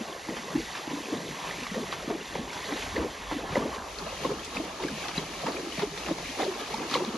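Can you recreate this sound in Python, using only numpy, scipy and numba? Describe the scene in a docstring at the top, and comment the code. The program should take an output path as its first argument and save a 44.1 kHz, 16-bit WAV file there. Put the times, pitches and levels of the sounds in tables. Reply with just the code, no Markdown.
"""A horse trots through a shallow creek. Each hoof punches air into the water: big pockets gulp,
clouds of ringing bubbles thump and slosh, and thrown water slaps back in bursts of noise, with
drops and a fizzing mist on top. The creek keeps bubbling between steps, and a light wind rumbles
on the microphone. About halfway the listening spot changes, shifting the tone and stereo width."""
import sys
import numpy as np
from scipy import signal
from scipy.fft import rfft, irfft, next_fast_len
from scipy.io import wavfile
from scipy.ndimage import uniform_filter1d
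from numba import njit

SR = 44100
rng = np.random.default_rng(int(sys.argv[2]) if len(sys.argv) > 2 else 0)


def persist_wave(psi):
    """Save psi, clipped to +-1, as 16-bit WAV."""
    counts = np.round(np.clip(psi, -1, 1) * 32767).astype(np.int16)
    wavfile.write(sys.argv[1], SR, np.atleast_2d(counts).T)


N = 316466
TIME_S = np.arange(N) / SR
CONTROL_S = np.arange(0, N / SR + .01, 1 / 500)  # coarse clock for envelopes


def gain_of(db):
    """Decibels as a linear gain."""
    return 10 ** (np.asarray(db) / 20)


def unit_rms(x):
    """Normalises to an RMS of one."""
    return x / np.sqrt(np.mean(x ** 2) + 1e-20)


def equalise(x, curve):
    """An EQ of straight dB lines on a log-frequency axis."""
    size = next_fast_len(N)
    curve_hz, curve_db = np.transpose(curve)
    hz = np.fft.rfftfreq(size, 1 / SR)
    eq_db = np.interp(np.log(hz + 1), np.log(curve_hz + 1), curve_db)
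    return irfft(rfft(x, size) * gain_of(eq_db), size)[..., :N]


def faders(rows):
    """One gain per sample for each level column of a timed table."""
    times, *levels_db = np.transpose(rows)
    return [gain_of(np.interp(TIME_S, times, db)) for db in levels_db]


def envelope(power):
    """Power on the coarse clock as a gain per sample."""
    return np.interp(TIME_S, CONTROL_S, np.sqrt(power))


def bubble(hz, length_s, rise, phase):
    """Trapped air rings: it swells quickly, dies slower and climbs in pitch as it nears the surface."""
    half = round(2 * length_s * SR)
    age = np.arange(-half, half + 1) / (length_s * SR)  # in lengths, zero at the peak
    shape = np.exp(-4 * np.log(2) * (age / np.where(age < 0, .8, 1.25)) ** 2)
    return shape * np.cos(2 * np.pi * hz * length_s * (age + rise * age ** 2 / 2) + phase)


@njit
def add_rings(out, starts, kinds, gains, bank, lengths):
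    """Mixes each chosen bubble in at its start sample."""
    for n in range(len(starts)):
        for k in range(lengths[kinds[n]]):
            out[starts[n] + k] += gains[n] * bank[kinds[n], k]


def bubble_cloud(low_hz, high_hz, per_s, cycles, rise, spread_db, count=40):
    """Bubbles ringing at random moments, a few of them loud: one cloud for mid, one for side."""
    pitches = np.geomspace(low_hz, high_hz, count)
    rings = [bubble(hz, cycles * (.6 + 0.72 * stretch) / hz, rise, 2 * np.pi * turn)
             for hz, (stretch, turn) in zip(pitches, rng.random((count, 2)))]
    lengths = np.array([len(ring) for ring in rings])
    pad = lengths.max()
    bank, out = np.zeros((count, pad)), np.zeros((2, N + 2 * pad))
    for k, ring in enumerate(rings):
        bank[k, :len(ring)] = ring * np.sqrt(pitches[k]) / np.linalg.norm(ring)  # equal power per Hz
    for channel in out:
        when, kind, size = rng.random((round(per_s * N / SR), 3)).T
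        starts, kinds = (when * (N + pad)).astype(np.int64), (kind * count).astype(np.int64)
        gains = gain_of(spread_db * np.minimum(-np.log(1 - size), 5))
        add_rings(channel, starts, kinds, gains, bank, lengths)
    return out[:, pad:pad + N]


def swells(times, peaks_db, decay_s, attack_s=0.042, range_db=12.5, hold=1.18):
    """Power of a run of hits: each climbs range_db over its attack and loses it over its decay."""
    age = CONTROL_S[:, None] - times
    fall = np.where(age < 0, -age / attack_s, abs(age / np.maximum(decay_s, .01)) ** hold)
    return (gain_of(peaks_db - range_db * fall) ** 2).sum(1)


# Hoof hits on the trot beat, with weaker hind hooves and drags between:
# (time [s], decay [s], thump level [dB], gulp level [dB], slosh level [dB], drop level [dB])
HOOF_HITS = [(0.005, 0.067, -44, -36.5, -43, -61), (0.09, 0.23, -53.5, -43, -60, -54),
             (0.3, 0.31, -48.5, -37.5, -49, -57), (0.515, 0.033, -45, -41, -58, -63),
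             (0.57, 0.055, -36, -35, -48, -49), (0.92, 0.15, -47.5, -40, -56, -46),
             (1.14, 0.27, -40.5, -42, -39, -45), (1.23, 0.11, -52, -40, -45, -62),
             (1.32, 0.051, -40, -54, -54, -45), (1.46, 0.26, -44, -43.5, -48, -63),
             (1.62, 0.044, -57, -38, -53, -41), (1.78, 0.13, -42, -36.5, -42.5, -65),
             (2.102, 0.15, -45, -36.5, -46, -61), (2.16, 0.099, -57, -37, -50, -60),
             (2.37, 0.18, -45.5, -36.5, -44, -44), (2.57, 0.31, -55, -45.5, -45.5, -56),
             (2.71, 0.23, -43, -38, -43, -57), (2.98, 0.2, -44, -33.5, -35.5, -54),
             (3.04, 0.077, -58, -29.5, -38, -61), (3.34, .1, -51, -40, -45, -45),
             (3.44, 0.085, -48, -35, -55, -62), (3.575, 0.32, -51, -32, -38.5, -41.5),
             (3.65, 0.063, -44, -40, -38, -55), (3.76, 0.13, -60, -58, -47, -41.5),
             (4.02, 0.17, -51, -43.5, -47, -61), (4.08, .1, -58, -44, -44, -60),
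             (4.25, 0.21, -39.5, -34, -50, -42.5), (4.329, 0.047, -35.5, -27.5, -39, -48),
             (4.576, 0.11, -43, -34, -37, -41), (4.66, 0.072, -51, -39.5, -57, -61),
             (4.84, 0.17, -45.5, -35, -38, -43), (4.92, 0.22, -41, -55, -64, -52),
             (5.07, 0.038, -57, -63, -39, -44), (5.18, 0.21, -41.5, -41, -52, -37.5),
             (5.435, 0.079, -46, -45, -42, -43), (5.479, 0.32, -48, -34, -36, -47),
             (5.6, 0.22, -64, -36, -62, -68), (5.68, 0.033, -63, -37, -42, -62),
             (5.83, 0.082, -40.5, -35, -41, -53), (5.92, 0.1, -49, -49, -61, -62),
             (5.98, 0.034, -49, -50, -61, -56), (6.101, 0.078, -44, -30.5, -40, -46),
             (6.2, 0.087, -41.5, -42, -40, -48), (6.42, 0.2, -49, -32, -40, -39),
             (6.54, 0.11, -60, -42, -46, -60), (6.62, 0.057, -64, -39, -39.5, -43),
             (6.73, 0.25, -47, -37.5, -43, -44.5), (6.84, 0.042, -48, -42, -46, -54),
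             (6.915, 0.045, -53, -51, -54, -41), (6.949, 0.37, -42, -35.5, -37, -36.5)]


def hoof_plunges():
    """Power the hooves put into each bubble layer: big bubbles come later and outlast small ones."""
    times, decay_s, *layers_db = np.transpose(HOOF_HITS)
    decay_shares, lags_s = (0.67, 0.52, 0.37, 0.24), (-0.0019, 0.00066, -0.011, -0.0095)
    return [swells(times + lag_s, db, decay_s * share)
            for db, share, lag_s in zip(layers_db, decay_shares, lags_s)]


def lapping(depth_db=1.5, lap_s=0.056):
    """A wandering gain: small sloshes make the calm water come and go."""
    window = np.exp(-(np.linspace(-.2, .2, num=201) / lap_s) ** 2)
    wander = np.convolve(rng.standard_normal(len(CONTROL_S)), window, "same")
    return envelope(gain_of(depth_db * unit_rms(wander)) ** 2)


def patchy_shimmer(x, depth_db=1.76, full_above_hz=910):
    """A patchy shimmer in the upper water sound: small random patches of pitch and time swell and fade."""
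    hz, _, spectrum = signal.stft(x, SR, nperseg=1024)
    noise = rng.standard_normal(spectrum.shape[1:])
    patches = unit_rms(uniform_filter1d(uniform_filter1d(noise, size=4, axis=0), size=4, axis=1))
    patches_db = depth_db * np.clip(hz / full_above_hz, 0, 1)[:, None] * patches
    _, shimmering = signal.istft(spectrum * gain_of(patches_db), SR, nperseg=1024)
    return unit_rms(shimmering[:, :N]) * np.sqrt(np.mean(x ** 2))


# Bubble layers, from low body to top sparkle:
# (lowest [Hz], highest [Hz], density [1/s], nominal ring [cycles], pitch rise [share], spread [dB])
THUMPS = (100.4, 194.4, 250, 2.8, 0.17, 0.35)
GULPS = (210, 613.5, 700, 4.5, 0.22, 3.66)
SLOSH = (582.5, 1498, 1500, 3.45, 0.25, 1.23)
DROPS = (1450, 4700, 5000, 6.5, 0.17, 1.2)
PLINKS = (951, 4800, 270, 12, 0.042, 5.8)  # sparse drops that ring longer
MIST = (3980, 10470, 30000, 5.6, 0.34, 1.7)
# Tone of the mist: (frequency [Hz], gain [dB])
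MIST_EQ = [(4000, 4.5), (5200, 2.5), (6600, 3), (7600, -7.5), (9400, -13), (10400, -4.5), (11500, -0.5)]
# The bed of water between plunges:
# (time [s], thump level [dB], gulp level [dB], slosh level [dB], drop level [dB], mist level [dB])
WATER_BED = [(0.0, -68, -46, -46, -45.5, -49), (0.2, -60, -50.5, -44, -44.5, -47.5),
             (0.55, -60, -46, -44, -45.5, -48), (0.86, -53, -47.5, -43, -43.5, -48),
             (1.04, -62, -42, -46.5, -45.5, -48), (1.4, -60, -47.5, -44.5, -43.5, -47.5),
             (1.84, -45, -46.5, -45.5, -45, -48), (2.21, -55, -48.5, -46, -46, -50.5),
             (2.81, -58, -48.5, -44.5, -42, -46), (3.31, -61, -48, -45, -47, -51.5),
             (3.53, -48, -44.5, -45, -45, -50), (3.83, -57, -48.5, -40.5, -46, -48.5),
             (4.53, -56, -49.5, -46, -46, -49.5), (5.01, -64, -48, -43, -44, -47.5),
             (6.09, -54, -50, -46, -45.5, -48), (6.51, -58, -49.5, -43, -44.5, -48),
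             (7.17, -63, -39.5, -42, -47, -50)]


def churning_water(plink_db=-12, mist_follow=0.66):
    """Four bubble layers surge with the hooves; plinks ride the drops, and the mist partly follows."""
    surges = hoof_plunges()
    surges[-1] = surges[-1] + slap_showers()
    *beds, mist_bed = faders(WATER_BED)
    gains = [np.hypot(bed * lapping(), envelope(power)) for bed, power in zip(beds, surges)]
    drop_gain, drop_bed = gains[-1], beds[-1]
    bubbles = sum(water_tone(bubble_cloud(*layer)) * gain
                  for layer, gain in zip([THUMPS, GULPS, SLOSH, DROPS], gains))
    plinks = gain_of(plink_db) * water_tone(bubble_cloud(*PLINKS)) * drop_gain
    water = patchy_shimmer(bubbles + plinks)
    mist = unit_rms(equalise(bubble_cloud(*MIST), MIST_EQ))
    return water + mist * mist_bed * (drop_gain / drop_bed) ** mist_follow


# Tone of the water at each listening spot: (frequency [Hz], gain [dB])
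FIRST_SPOT_EQ = [(60, -9), (100, -13), (160, -1.5), (300, -3.5), (430, -3), (600, -8), (1100, -8),
                 (1420, -16), (1900, -5), (2300, -8.5), (3600, -10), (5000, -20.5)]
SECOND_SPOT_EQ = [(60, -28), (100, -19.5), (160, -5), (300, 0.5), (430, -1), (600, -9.5), (1100, -11),
                  (1300, -13), (1480, -20.5), (1680, -11), (2300, -7.5), (2750, -9), (5000, -15)]


def water_tone(x):
    """Colours the bubbles for each spot, with a dip from the bounce off the surface."""
    return change_spot(unit_rms(equalise(x, FIRST_SPOT_EQ)), unit_rms(equalise(x, SECOND_SPOT_EQ)))


# Gusts: (time [s], level [dB])
GUSTS = [(0.0, -60), (0.56, -59), (0.58, -47), (0.76, -60), (1.2, -63), (1.3, -53), (1.4, -68),
         (1.44, -56.5), (2.14, -57), (2.25, -61), (2.29, -50.5), (2.72, -56), (3.01, -39.5), (3.15, -58),
         (3.33, -40.5), (3.43, -55), (3.51, -39), (3.57, -49.5), (5.39, -55.5), (6.27, -53), (7.13, -60),
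         (7.17, -61)]
# Tone of the rumble: (frequency [Hz], gain [dB])
RUMBLE_EQ = [(12, -50), (20, -12), (48, 13), (92, 7), (130, -3.5), (170, -26), (290, -120)]


def wind():
    """Gusts push low, lumpy pressure onto the microphone."""
    rumble = unit_rms(equalise(rng.standard_normal((2, N)), RUMBLE_EQ))
    return rumble * faders(GUSTS)[0]


# Featured air pockets: (peak time [s], pitch [Hz], level [dB], length at half height [ms])
AIR_POCKETS = [(0.012, 226, -31.5, 16), (0.128, 3160, -34, 2), (0.152, 680, -37, 7.3),
               (0.287, 890, -31, 4.3), (0.299, 2000, -35, 3), (0.293, 265, -22.5, 5.4),
               (0.557, 299, -17, 9.6), (0.566, 814, -33, 5.9), (0.585, 324, -27, 26),
               (0.732, 4460, -34, 2.3), (0.752, 1710, -33, 5), (0.752, 1060, -34, 4),
               (0.878, 284, -26.5, 6.2), (0.917, 340, -30, 6), (0.939, 280, -26, 12), (0.954, 310, -32, 8),
               (0.976, 307, -30.5, 15), (1.004, 300, -34, 7), (1.058, 2480, -32, 2.5),
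               (1.129, 288, -21.5, 12.3), (1.139, 448, -29, 10), (1.161, 233, -33, 22),
               (1.282, 3350, -30, 1.2), (1.51, 1860, -28, 2.7), (1.539, 2100, -33, 2.1),
               (1.634, 2510, -31, 1.5), (1.635, 948, -32, 3.8), (1.668, 1130, -31, 2.3),
               (1.668, 2000, -31, 2), (1.719, 208, -28.5, 8.9), (1.746, 1830, -36, 5.5),
               (1.76, 510, -28.5, 12), (1.776, 436, -29, 14), (1.777, 223, -28.5, 18),
               (1.811, 242, -31.5, 18), (1.832, 428, -29.5, 9.6), (1.928, 1170, -25, 3.5),
               (2.081, 285, -24.5, 7.3), (2.103, 905, -31, 6), (2.103, 490, -29, 6), (2.104, 250, -27, 8),
               (2.105, 666, -26.5, 8), (2.131, 670, -33, 10), (2.135, 323, -30.5, 20), (2.155, 318, -28, 8),
               (2.354, 2120, -28.5, 1.8), (2.357, 905, -25, 4.5), (2.357, 467, -25.5, 6.2),
               (2.381, 550, -35, 9.5), (2.397, 217, -31, 15), (2.548, 3750, -35, 1.6),
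               (2.645, 1890, -34, 3.1), (2.656, 3900, -33, 1.6), (2.692, 401, -37, 8.9),
               (2.693, 1070, -36, 9), (2.722, 645, -31, 5.8), (2.73, 286, -29.5, 23),
               (2.738, 3540, -32, 1.6), (2.744, 319, -36, 9.2), (2.765, 846, -33, 4.9),
               (2.826, 2330, -25, 1.1), (2.964, 1870, -27, 3.5), (2.964, 4400, -36, 3),
               (2.967, 464, -20.5, 4.7), (2.968, 1950, -22.5, 1.6), (2.983, 305, -23, 7.1),
               (2.999, 464, -27, 9.9), (3.019, 318, -29, 31), (3.327, 293, -25, 11), (3.352, 290, -30, 10),
               (3.367, 285, -25.5, 10), (3.39, 487, -33, 11), (3.532, 147, -31, 16),
               (3.557, 2000, -22.5, 5.6), (3.558, 524, -15.5, 2.6), (3.571, 546, -19.5, 8.7),
               (3.572, 960, -27, 7.2), (3.58, 255, -18.5, 7.6), (3.604, 260, -25.5, 10),
               (3.626, 1160, -30.5, 9), (3.63, 270, -32, 14), (3.659, 300, -27, 9.7), (3.784, 1600, -34, 4),
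               (3.987, 4300, -33.5, 3.6), (3.996, 1340, -35, 3.5), (4.021, 400, -37.5, 20),
               (4.069, 635, -32, 6.4), (4.128, 530, -31.5, 5.9), (4.251, 1890, -30, 1.6),
               (4.253, 1066, -23.5, 11), (4.253, 500, -20.5, 5.5), (4.257, 268, -31, 18),
               (4.322, 513, -30, 14), (4.571, 2460, -21.5, 2.4), (4.604, 650, -32, 9),
               (4.605, 314, -26, 16), (4.656, 319, -35, 9.7), (4.802, 905, -32.5, 8),
               (4.84, 2120, -29, 2.6), (4.82, 358, -34, 17), (4.852, 300, -26, 12), (4.869, 190, -36, 11),
               (4.886, 1630, -30.5, 5.5), (4.91, 270, -33, 18), (4.932, 205, -36, 15),
               (4.942, 2820, -32, 1.6), (5.04, 1550, -36, 6), (5.116, 2370, -34, 2.5),
               (5.18, 3970, -23.5, 5.6), (5.178, 170, -30, 9), (5.18, 260, -32, 7), (5.196, 416, -34, 14),
               (5.438, 680, -30, 7.8), (5.452, 170, -36, 14), (5.47, 910, -26.5, 7.8),
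               (5.478, 230, -31, 6.7), (5.487, 466, -28, 3.9), (5.521, 4430, -29, 1), (5.553, 334, -34, 14),
               (5.592, 428, -31, 7.6), (5.635, 300, -30.5, 13), (5.653, 2510, -35, 2),
               (5.674, 322, -34, 16), (5.751, 290, -37, 9), (5.78, 645, -33, 8), (5.783, 310, -29, 5),
               (5.78, 2240, -27.5, 1.6), (5.788, 168, -29, 8), (5.822, 1000, -32, 5.5),
               (5.832, 404, -21, 16), (5.877, 295, -31.5, 12), (5.94, 407, -37.5, 32),
               (5.976, 2000, -32, 2.2), (6.063, 2610, -28, 1.1), (6.086, 1220, -32, 4),
               (6.093, 328, -29, 8), (6.1, 630, -30, 8), (6.113, 570, -25, 6), (6.114, 312, -21, 12.4),
               (6.118, 174, -32, 15), (6.232, 712, -36.5, 7.6), (6.298, 263, -35, 15),
               (6.395, 323, -24.5, 4), (6.393, 1200, -33.5, 9), (6.404, 770, -23.5, 7), (6.41, 310, -29, 9),
               (6.414, 600, -30, 8), (6.422, 3750, -27, 1.6), (6.429, 770, -27.5, 9.7),
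               (6.432, 450, -25, 7.3), (6.434, 1840, -24, 1.2), (6.45, 3970, -23.5, 0.51),
               (6.454, 390, -31, 11), (6.468, 590, -26, 7), (6.486, 387, -23.5, 16), (6.522, 360, -33, 19),
               (6.56, 423, -34, 9.6), (6.62, 417, -33, 11), (6.71, 430, -33, 14), (6.743, 2380, -32, 2.5),
               (6.744, 865, -24, 6), (6.751, 213, -38, 20), (6.801, 231, -31.5, 14), (6.808, 500, -31.5, 8),
               (6.861, 337, -35, 16.5), (6.915, 1190, -30, 3.5), (6.919, 2000, -37, 1.8),
               (6.92, 266, -30, 9.9), (6.941, 3800, -17, 1.04), (6.944, 4080, -22, 2.6),
               (6.941, 1070, -19.5, 1.7), (6.947, 3030, -27, 2.5), (6.942, 5200, -30, 1.2),
               (6.952, 2170, -27, 5.4), (6.954, 1085, -20, 5.5), (6.958, 504, -21, 6.4),
               (6.962, 3970, -26, 1.8), (6.968, 1004, -29, 4.8), (6.976, 1230, -29, 4.4),
               (6.999, 940, -31, 9), (7.011, 353, -29.5, 26), (7.025, 387, -24.5, 9),
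               (7.049, 3800, -28.5, 1.5), (7.084, 224, -28, 14), (7.155, 292, -33, 8.8)]


def air_pockets(shed_db=-12, shed_spread=0.23, shake_depth=0.19, shake_s=0.0039):
    """Pockets dragged under by a hoof ring with shaking walls; each sheds a weaker one of nearby pitch."""
    out, draws = np.zeros(N + 2 * SR), rng.random((len(AIR_POCKETS), 4))
    smooth = round(shake_s * SR)
    shake = unit_rms(uniform_filter1d(uniform_filter1d(rng.standard_normal(N), smooth), smooth))
    for (time_s, hz, db, ms), (turn, shed_turn, detune, late) in zip(AIR_POCKETS, draws):
        shed_s = time_s + (.5 + late) * ms / 1000
        shed_hz = hz * (1 + shed_spread * (2 * detune - 1))
        pair = [(time_s, hz, db, turn), (shed_s, shed_hz, db + shed_db, shed_turn)]
        for peak_s, ring_hz, ring_db, ring_turn in pair:
            ring = gain_of(ring_db) * bubble(ring_hz, ms / 1000, rise=0.017, phase=2 * np.pi * ring_turn)
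            span = (round(peak_s * SR) + np.arange(len(ring))) % N
            shaken = ring * (1 + shake_depth * shake[span])
            start = round((1 + peak_s) * SR) - len(ring) // 2
            out[start:start + len(ring)] += shaken * np.linalg.norm(ring) / np.linalg.norm(shaken)
    return out[SR:SR + N]


# Sheets of thrown water landing: (time [s], level before trim [dB], brightness [dB/octave])
WATER_SLAPS = [(0.285, -25, -15), (0.368, -23, -7), (0.75, -26, -3), (0.774, -25.5, -4), (1.507, -33, -8),
               (1.633, -26, -3.5), (1.667, -26.5, -3), (1.742, -24, -12), (1.926, -19, -6.5),
               (2.101, -24, -7.5), (2.353, -28, -10), (2.53, -27, 0), (2.567, -28, -10), (2.643, -31, -6),
               (2.72, -22, -8), (2.765, -23, -6), (2.825, -27, -9), (2.962, -28, -5.5), (3.313, -20, -10.5),
               (3.492, -25, -11), (3.52, -23.5, -6), (3.555, -21, -7), (3.985, -30.5, 5), (4.235, -27, -11),
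               (4.248, -26, -8), (4.446, -29.5, 14), (4.882, -33, 4), (5.083, -20.5, -3),
               (5.179, -24.5, -7), (5.465, -20, -8), (5.482, -24, -6), (5.793, -19.5, -5.5),
               (5.821, -22.5, -5.5), (5.975, -25, -3), (6.063, -25, -6), (6.084, -25, -8), (6.108, -31, -6),
               (6.391, -22, -7), (6.415, -23, -9), (6.44, -27, -3), (6.74, -28.5, 8), (6.898, -31, 0),
               (6.911, -24, 1), (6.922, -27, -4), (6.94, -20.5, 1.5), (6.959, -28, -4), (7.047, -32, 3)]


def water_slaps(trim_db=-12.5, attack_s=0.00052, tail_t60_s=0.14, crack_db=-6.5, crack_t60_s=0.016):
    """Thrown water smacks the surface: a burst of noisy spatter with a short crack on top."""
    out, size = np.zeros((2, N + SR)), 4096
    t = np.arange(size) / SR
    decay = gain_of(-60 * t / tail_t60_s) + gain_of(crack_db - 60 * t / crack_t60_s)
    burst = np.minimum(t / attack_s, 1) * decay
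    octaves = np.log2(np.fft.rfftfreq(size, 1 / SR) / 1500 + 1e-3)  # from the 1500 Hz tilt pivot
    low_cut_db = 14 * np.maximum(-.9 - octaves, 0) + 18 * np.maximum(-2.8 - octaves, 0)
    high_cut_db = 30 * np.maximum(octaves - 1.8, 0)
    for time_s, db, tilt_db in WATER_SLAPS:
        tone = gain_of(tilt_db * octaves - low_cut_db - high_cut_db)
        spatter = unit_rms(irfft(rfft(rng.standard_normal((2, size))) * tone))
        start = round(time_s * SR)
        out[:, start:start + size] += gain_of(db + trim_db) * burst * spatter
    return out[:, :N]


def slap_showers(shower_db=-23.5, decay_s=0.031):
    """Each slap scatters drops: a brief surge of power for the drop layer."""
    times, slap_db, _ = np.transpose(WATER_SLAPS)
    return swells(times, slap_db + shower_db, decay_s)


def change_spot(first, second, start_s=3.76, fade_s=0.2):
    """Crossfades from the first listening spot to the second."""
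    fade = np.clip((TIME_S - start_s) / fade_s, 0, 1)
    return (1 - fade) * first + fade * second


# Stereo lean at each spot: (frequency [Hz], mid in phase [share], mid a quarter turn ahead [share])
FIRST_SPOT_LEAN = [(150, 0.0091, 0.071), (320, 0.022, 0.029), (600, 0.043, -0.064), (800, -0.089, -0.062),
                   (1100, 0., 0.018), (1300, .12, -0.022), (1500, -.1, -.35), (1900, -0.15, -0.1),
                   (2190, 0., 0.), (5200, 0., 0.), (7260, 0., -0.62), (8700, 0., .02), (10000, 0., .23),
                   (10700, 0., 0.)]
SECOND_SPOT_LEAN = [(300, -0.00036, 0.), (470, 0.01, -0.076), (620, 0.13, -0.47), (780, -0.39, -0.29),
                    (920, -0.053, 0.12), (1200, 0.067, -0.037), (1500, -0.071, -0.27), (2050, -0.049, 0.1),
                    (2900, .16, .18), (4600, .16, -0.09), (5500, 0.23, -.07), (7500, -0.099, -.12),
                    (8700, .02, .02), (10000, 0., .22), (10700, 0., 0.)]


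def stereo_lean(mid):
    """Side signal from sound reaching one side of the microphone louder or earlier than the other."""
    size = next_fast_len(N)
    hz, spectrum = np.fft.rfftfreq(size, 1 / SR), rfft(mid, size)
    sides = []
    for curve in (FIRST_SPOT_LEAN, SECOND_SPOT_LEAN):
        curve_hz, in_phase, ahead = np.transpose(curve)
        response = np.interp(hz, curve_hz, in_phase + 1j * ahead, right=0)
        sides.append(irfft(spectrum * response, size)[:N])
    return change_spot(*sides)


# Stereo width at each spot: (frequency [Hz], side gain [dB])
FIRST_SPOT_WIDTH = [(30, -20), (70, -29), (130, -45), (300, -26), (600, -15), (1000, -15), (1450, 1.5),
                    (1900, -11.5), (2150, -59), (5600, -59), (6300, -11), (8500, 6.5), (10200, 0.5),
                    (10600, -43)]
SECOND_SPOT_WIDTH = [(30, -26), (70, -12.5), (130, -27), (300, -50), (500, -11.5), (1000, -11),
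                     (1450, -2.5), (2300, -11.5), (3000, -5), (5000, -5), (6500, -3), (8500, 8),
                     (10200, 3.5), (10600, -45)]


def stereo_width(side):
    """Sound scattered to the sides: its upper mids open up at the second spot."""
    return change_spot(equalise(side, FIRST_SPOT_WIDTH), equalise(side, SECOND_SPOT_WIDTH))


def scene():
    """Mixes water and wind in mid and side, air pockets in the mid, then decodes to left and right."""
    mid, side = churning_water() + water_slaps() + wind()
    mid = mid + air_pockets()
    side = stereo_width(side) + stereo_lean(mid)
    return np.array([mid + side, mid - side])


def record(dry):
    """A steep low-pass at 11880 Hz takes the air off the top."""
    low_pass = signal.firwin(1023, 11880, window=("kaiser", 9), fs=SR)
    return signal.oaconvolve(dry, low_pass[None], "same")


dry = scene()
out = record(dry)
persist_wave(out)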